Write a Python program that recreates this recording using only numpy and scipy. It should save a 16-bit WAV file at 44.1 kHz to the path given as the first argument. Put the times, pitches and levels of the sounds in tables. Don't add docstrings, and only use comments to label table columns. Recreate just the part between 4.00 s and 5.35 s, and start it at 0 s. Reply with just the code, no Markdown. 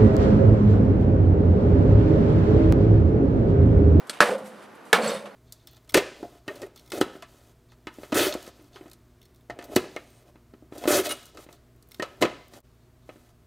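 import sys
import numpy as np
from scipy import signal
from scipy.io import wavfile

SR = 44100
rng = np.random.default_rng(int(sys.argv[2]) if len(sys.argv) > 2 else 0)


def boost_factor(decibels):
    exponent = np.asarray(decibels, float) / 20
    return 10 ** exponent


def wrap_up_sound(samples):
    columns = np.atleast_2d(samples).T
    tamed = np.clip(columns, -1, 1)
    steps = np.round(tamed * 32767).astype(np.int16)
    wavfile.write(sys.argv[1], SR, steps)


N = 59535

# (frequency [Hz], density [dB per Hz])
AIR_SPECTRUM = [(25, -33), (100, -12.5), (270, -2), (900, -5), (1300, -5.5), (3200, -21.5), (9700, -34.5),
                (13000, -25.5), (16000, -79)]
AIR_DB = -48.5
# (frequency [Hz], side minus mid [dB])
NEAR_SIDE = [(60, -38), (240, -11), (950, -19.5), (3770, -24), (6500, -17), (9000, -10), (15000, -2)]
AIR_SIDE = [(60, -33), (240, -5.5), (950, -7.5), (3770, -10), (15000, -9)]
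LEFT_DB = -1.28

# (time [s], rise [s], t60 [s], level [dB], tilt [dB per octave])
SCUFFS = [(0.0, 0.0011, 0.068, -52, -1.5), (0.068, .004, .1, -50, 4), (0.129, .003, 0.23, -41.5, -1),
          (0.168, .006, 0.037, -50, -2), (0.187, 0.00091, 0.024, -49, -4), (0.379, 0.0022, 0.13, -47, 3),
          (0.438, 0.03, 0.2, -51, 6), (0.615, 0.015, 0.092, -53.5, 2.5), (0.657, .001, .02, -53, -4),
          (0.745, .01, 0.065, -61.5, 9), (0.850, .003, 0.75, -57.5, 4.5), (0.863, .006, .05, -62, -1),
          (1.2538, 0.0038, 0.15, -44, -3.5)]
# (frequency [Hz], density [dB per Hz])
GRAVEL_SPECTRUM = [(500, 0), (1200, 1), (3000, 0), (6000, -12.5), (9500, -7.5), (13000, -22.5),
                   (16000, -39)]
GRAINS_PER_S, GRAIN_SPREAD_DB = 12000, 2
# (frequency [Hz], density [dB per Hz])
STONE_SPECTRUM = [(88, -9), (150, -5.5), (923, -13), (1390, -0.5), (1870, -8), (4320, -6.5), (6910, -17),
                  (8900, -7), (16000, -41)]
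STONE_S, STONE_DB, STONE_T60_S = 0.0958, -23.5, 0.042
STONE_HZ = (614, 1360, 3300, 4300, 8590, 8980)
STONE_RING_DB, STONE_RING_T60_S = -34, 0.045

# (time [s], wall boom [dB], rattle [dB], base boom [dB])
ROCK_ONE = [
    (0.209, -42, -26, -38),
    (0.252, -35.5, -38, -47),
    (0.293, -24.5, -40.5, -27),
    (0.336, -32.5, -44.5, -30),
    (0.378, -36, -60, -54),
    (0.418, -47.5, -60, -35),
    (0.552, -53.5, -64, -56),
    (0.662, -62, -61.5, -85),
]
ROCK_TWO = [
    (0.944, -41, -30.5, -44),
    (1.001, -26.5, -45, -38),
    (1.05, -33, -37, -30.5),
    (1.07, -31.5, -38, -21),
    (1.099, -31, -38.5, -46.5),
    (1.153, -39.5, -44.5, -28),
    (1.18, -44.5, -49, -42),
    (1.25, -45, -61.5, -48),
    (1.35, -63, -86, -59),
]
# (frequency [Hz], level [dB], t60 [s])
WALL_MODES = [(433, 0, 0.055), (452.6, -7.5, 0.117), (502, 5.5, 0.054), (558, -4.5, 0.17),
              (588.5, 2.5, 0.047), (657, -4, 0.2), (721.5, -3.5, 0.063), (848, -7.5, 0.038)]
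# (frequency [Hz], level [dB], t60 [s])
BASE_MODES = [(121, -6, 0.3), (178, 0.5, 0.065), (241, -3, 0.16)]
WALL_DB, BASE_DB = -2.5, -8
KNOCKS_PER_S, KNOCK_SPREAD_DB = 500, 2
# (time [s], level [dB], frequency [Hz], t60 [s], share sharp at first [1])
LANDINGS = [(.286, -22, 520, .12, 0), (.316, -27, 505, .1, 0), (.336, -24, 516, .24, .09),
            (.422, -40, 515, .7, 0), (.983, -23, 710, .07, 0), (1.015, -23, 580, .08, 0),
            (1.059, -24, 595, .09, 0), (1.058, -26, 500, .1, 0), (1.08, -29, 450, .15, 0),
            (1.13, -29, 520, .1, 0), (1.146, -27, 535, .12, 0), (1.205, -37, 540, .1, 0),
            (1.235, -42, 575, .45, 0), (.208, -26, 213, .2, 0), (.932, -25, 185, .15, 0),
            (.972, -27, 226, .25, 0), (1.03, -25, 219, .25, 0), (1.085, -30, 204, .15, 0)]
LANDING_RISE_S, SAG_S = 0.0049, .03
# (time [s], level [dB])
SETTLES = [
    (.298, -34),
    (1.117, -36),
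]
PAIR_HZ, BEAT_HZ, PAIR_T60_S = 207, 9.8, 1.2
# (frequency [Hz], density [dB per Hz])
RATTLE_SPECTRUM = [(410, -55), (700, -43), (882, 8), (4060, -4.5), (4380, -6), (6860, -13.5), (7800, -5),
                   (15000, -29)]
RATTLE_DB, RATTLE_CLICKS_PER_S, RATTLE_SPREAD_DB = 6, 7000, 2
SCREW_HZ = (3650, 3700, 4320, 4400, 4460, 5040, 5910, 6340, 9190, 9700)
SCREW_T60_S, SCREW_HITS_PER_S, SCREW_DB = .07, 110, -13
# (time [s], frequency [Hz], level [dB], t60 [s])
TINKLES = [(1.024, 7600, -41, .07), (1.044, 9700, -42, .05), (1.072, 9190, -42, .07),
           (1.070, 4450, -35, .09), (1.09, 5040, -40, .08), (1.075, 7690, -32, .11),
           (1.088, 5910, -44, .12), (1.100, 11900, -49, .08), (1.139, 7800, -41, .035),
           (1.140, 9600, -44, .08), (1.160, 7850, -48, .04), (1.162, 3680, -46, .14),
           (1.095, 3690, -42, .12), (1.307, 4300, -64, .12), (1.02, 4410, -43, .15),
           (1.045, 4400, -41, .12), (1.115, 4330, -44, .25)]
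TINKLE_DB = 5

# (time [s], peak [dB], clang [Hz], clang t60 [s], crack [dB])
BLOWS = [
    (0.2047, 0, 1300, .015, -14),
    (0.9297, -1, 1520, .018, -6),
]
# (time [s], level [dB], clang [Hz],
# t60 [s])
REBOUNDS = [(0.2072, -6.5, 600, .03), (0.2096, -6.5, 1270, 0.017), (0.2053, -3, 1620, 0.022),
            (0.2134, -9.5, 636, 0.017), (0.223, -10, 1680, 0.03), (0.2253, -9.5, 580, 0.048),
            (0.2288, -12, 1080, 0.014), (0.2376, -9.5, 594, 0.01), (0.9289, -13, 850, .013),
            (0.9352, -15.5, 700, 0.011), (0.9449, -12, 1326, .015), (0.9610, -12, 690, 0.0099)]
# (frequency [Hz], level [dB], t60 [s])
PANEL_ONE = [(495, 2, .16), (556, -4, .3), (655, 1, .17), (945, -8, .15), (1110, -7, .2), (1265, -1, .1),
             (1455, 0, .1), (1545, -1, .09), (1705, 2, .14), (1840, -5, .2), (2030, -12, .1),
             (2153, -5, .09), (2444, -10, .15), (2910, -12, .12)]
# (frequency [Hz], level [dB], t60 [s])
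PANEL_TWO = [(465, 4.5, 0.11), (530, -9, 0.16), (742, -6.5, 0.22), (820, -2, 0.17), (1023, -14.5, 0.25),
             (1283, -4, 0.18), (1420, -3, 0.2), (1725, 9.5, 0.055), (2105, -4, .08), (2226, -2, 0.084),
             (2342, -22, 0.049), (2800, -9, 0.13), (3430, 1.5, 0.027), (4312, -22, 0.18)]
# (frequency [Hz], density [dB per Hz])
CRASH_SPECTRUM = [(60, -53), (230, -15.5), (370, -12), (560, -2.5), (1500, 1), (3000, -4), (10400, -17.5),
                  (16000, -35)]
# (frequency [Hz], t60 [s])
CRASH_T60 = [(60, 0.3), (300, 0.79), (1000, 0.5), (3000, 0.22), (8000, 0.071), (15000, 0.25)]
PANEL_DB, CRASH_DB, CRACK_T60_S = -19.5, -18, .017

LOW_CUT_HZ, HIGH_CUT_HZ = 185, 16000
OVERLOAD_LEVEL = 1.0


def rms_one(x):
    return x / np.sqrt(np.mean(x ** 2) + 1e-20)


def at_hz(points, hz):
    table_hz, values = np.array(points).T
    return np.interp(np.log(hz), np.log(table_hz), values)


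def burst(s, rise, t60):
    t = np.arange(N) / SR - s
    return np.clip(t / rise, 0, 1) * boost_factor(-60 * np.maximum(t - rise, 0) / t60)


def ring(s, hz, t60):
    t = np.maximum(np.arange(N) / SR - s, 0)
    return np.sin(2 * np.pi * hz * t) * np.exp(-np.log(1000) * t / t60)


def grains(rate, spread_db):
    size = boost_factor(spread_db * np.minimum(rng.exponential(1, N), 5)) * rng.choice([-1, 1], N)
    return rms_one(size * (rng.random(N) < rate / SR) + 1e-18)


def twin(clicks):
    return clicks * rng.choice([-1, 1], (2, N))


def hiss():
    return rng.standard_normal((2, N))


def colour(source, spectrum, width, shape=lambda hz: 1):
    out, power = 0, 0
    edges = 30 * 2 ** np.arange(0, 9.2, 1 / 3)
    side = source * rng.choice([-1, 1], source.shape)
    for k, (low, high) in enumerate(zip(edges, edges[1:])):
        hz = np.sqrt(low * high)
        gain = boost_factor(at_hz(spectrum, hz)) * (spectrum[0][0] < high)
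        band = signal.butter(2, [low, high], "band", fs=SR, output="sos")
        mid, odd = gain * signal.sosfilt(band, [source[k % 2], side[k % 2]])
        power += np.mean(mid ** 2)
        left_right = mid + boost_factor(at_hz(width, hz)) * odd * np.array([[1], [-1]])
        out = out + shape(hz) * left_right
    return out / np.sqrt(power)


def knocked(modes, drive, rate):
    out = 0
    for hz, db, t60 in modes:
        r, w = boost_factor(-60 / (t60 * SR)), 2 * np.pi * hz / SR
        knocks = np.sin(w) * drive * grains(rate, KNOCK_SPREAD_DB)
        ringing = signal.lfilter([0, 1], [1, -2 * r * np.cos(w), r * r], knocks)
        out = out + boost_factor(db) * np.sqrt(1 - r) * ringing
    return out


def distant_air():
    return boost_factor(AIR_DB) * colour(hiss(), AIR_SPECTRUM, AIR_SIDE)


def gravel():
    def steps(hz):
        return sum(boost_factor(db + tilt * np.log2(hz / 4000)) * burst(s, rise, t60)
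                   for s, rise, t60, db, tilt in SCUFFS)
    return colour(twin(grains(GRAINS_PER_S, GRAIN_SPREAD_DB)), GRAVEL_SPECTRUM, AIR_SIDE, steps)


def stone():
    tail = boost_factor(-20.5) * burst(STONE_S + 0.0097, 0.001, 0.19)
    knock = boost_factor(STONE_DB) * (burst(STONE_S, 0.00018, STONE_T60_S) + tail)
    notes = sum(ring(STONE_S + 0.000531, hz, STONE_RING_T60_S) for hz in STONE_HZ)
    return boost_factor(STONE_RING_DB) * notes + knock * colour(hiss(), STONE_SPECTRUM, NEAR_SIDE)


def rocking(column):
    t, out = np.arange(N) / SR, 0
    for rows in (np.array(ROCK_ONE), np.array(ROCK_TWO)):
        out = out + boost_factor(np.interp(t, rows[:, 0], rows[:, column], left=-120, right=-120))
    return out


def landing(s, hz, t60, sharp):
    t = np.maximum(np.arange(N) / SR - s, 0)
    cycles = hz * (t + sharp * SAG_S * (1 - np.exp(-t / SAG_S)))
    return np.sin(2 * np.pi * cycles) * burst(s, LANDING_RISE_S, t60)


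def casing_boom():
    walls = boost_factor(WALL_DB) * knocked(WALL_MODES, rocking(column=1), KNOCKS_PER_S)
    base = boost_factor(BASE_DB) * knocked(BASE_MODES, rocking(column=3), KNOCKS_PER_S)
    landings = sum(boost_factor(db) * landing(s, *row) for s, db, *row in LANDINGS)
    settling = sum(boost_factor(db) * ring(s, PAIR_HZ, PAIR_T60_S) * ring(s, BEAT_HZ / 2, np.inf)
                   for s, db in SETTLES)
    return walls + base + landings + settling


def seam_rattle():
    clicks = grains(RATTLE_CLICKS_PER_S, RATTLE_SPREAD_DB)
    return boost_factor(RATTLE_DB) * rocking(column=2) * colour(twin(clicks), RATTLE_SPECTRUM, NEAR_SIDE)


def screws():
    loose = rocking(column=2) * (np.arange(N) / SR > TINKLES[0][0] - .02)
    return knocked([(hz, SCREW_DB, SCREW_T60_S) for hz in SCREW_HZ], loose, SCREW_HITS_PER_S)


def tinkles():
    out = 0
    for s, hz, db, t60 in TINKLES:
        beat_hz = rng.uniform(60, 140)
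        wobble = 1 + .3 * np.cos(2 * np.pi * beat_hz * np.arange(N) / SR)
        out = out + boost_factor(db) * ring(s, hz, t60) * burst(s, 0.0025, 1.4) * wobble
    return boost_factor(TINKLE_DB) * out


def clangs():
    hits = sum(-boost_factor(db) * ring(s, hz, t60) for s, db, hz, t60, _ in BLOWS)
    return hits + sum(boost_factor(db) * ring(s, hz, t60) for s, db, hz, t60 in REBOUNDS)


def panel():
    out = 0
    for (s, *_), modes in zip(BLOWS, (PANEL_ONE, PANEL_TWO)):
        for hz, db, t60 in modes:
            out = out + boost_factor(PANEL_DB + db) * ring(s + rng.uniform(0, 0.004066), hz, t60)
    return out


def crash():
    def dying(hz):
        out = 0
        for s, *_, crack_db in BLOWS:
            out = out + boost_factor(CRASH_DB) * burst(s, 0.00015, at_hz(CRASH_T60, hz))
            out = out + boost_factor(crack_db) * burst(s - .0007, 0.0007, CRACK_T60_S)
        return out
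    return colour(hiss(), CRASH_SPECTRUM, NEAR_SIDE, dying)


def scene():
    ground = gravel() + stone()
    casing = casing_boom() + seam_rattle() + screws() + tinkles()
    blows = clangs() + panel() + crash()
    low_cut = signal.butter(3, LOW_CUT_HZ, "high", fs=SR, output="sos")
    near = signal.sosfilt(low_cut, ground + casing + blows)
    return (distant_air() + near) * boost_factor(np.array([[LEFT_DB / 2], [-LEFT_DB / 2]]))


def roll_off(x):
    return signal.sosfilt(signal.butter(12, 16310, fs=SR, output="sos"), x)


def record(dry):
    x = signal.sosfilt(signal.butter(8, HIGH_CUT_HZ, fs=SR, output="sos"), dry)
    x = x / (1 + np.abs(x / OVERLOAD_LEVEL) ** 8) ** (1 / 8)
    return roll_off(x)


dry = scene()
out = record(dry)
wrap_up_sound(out)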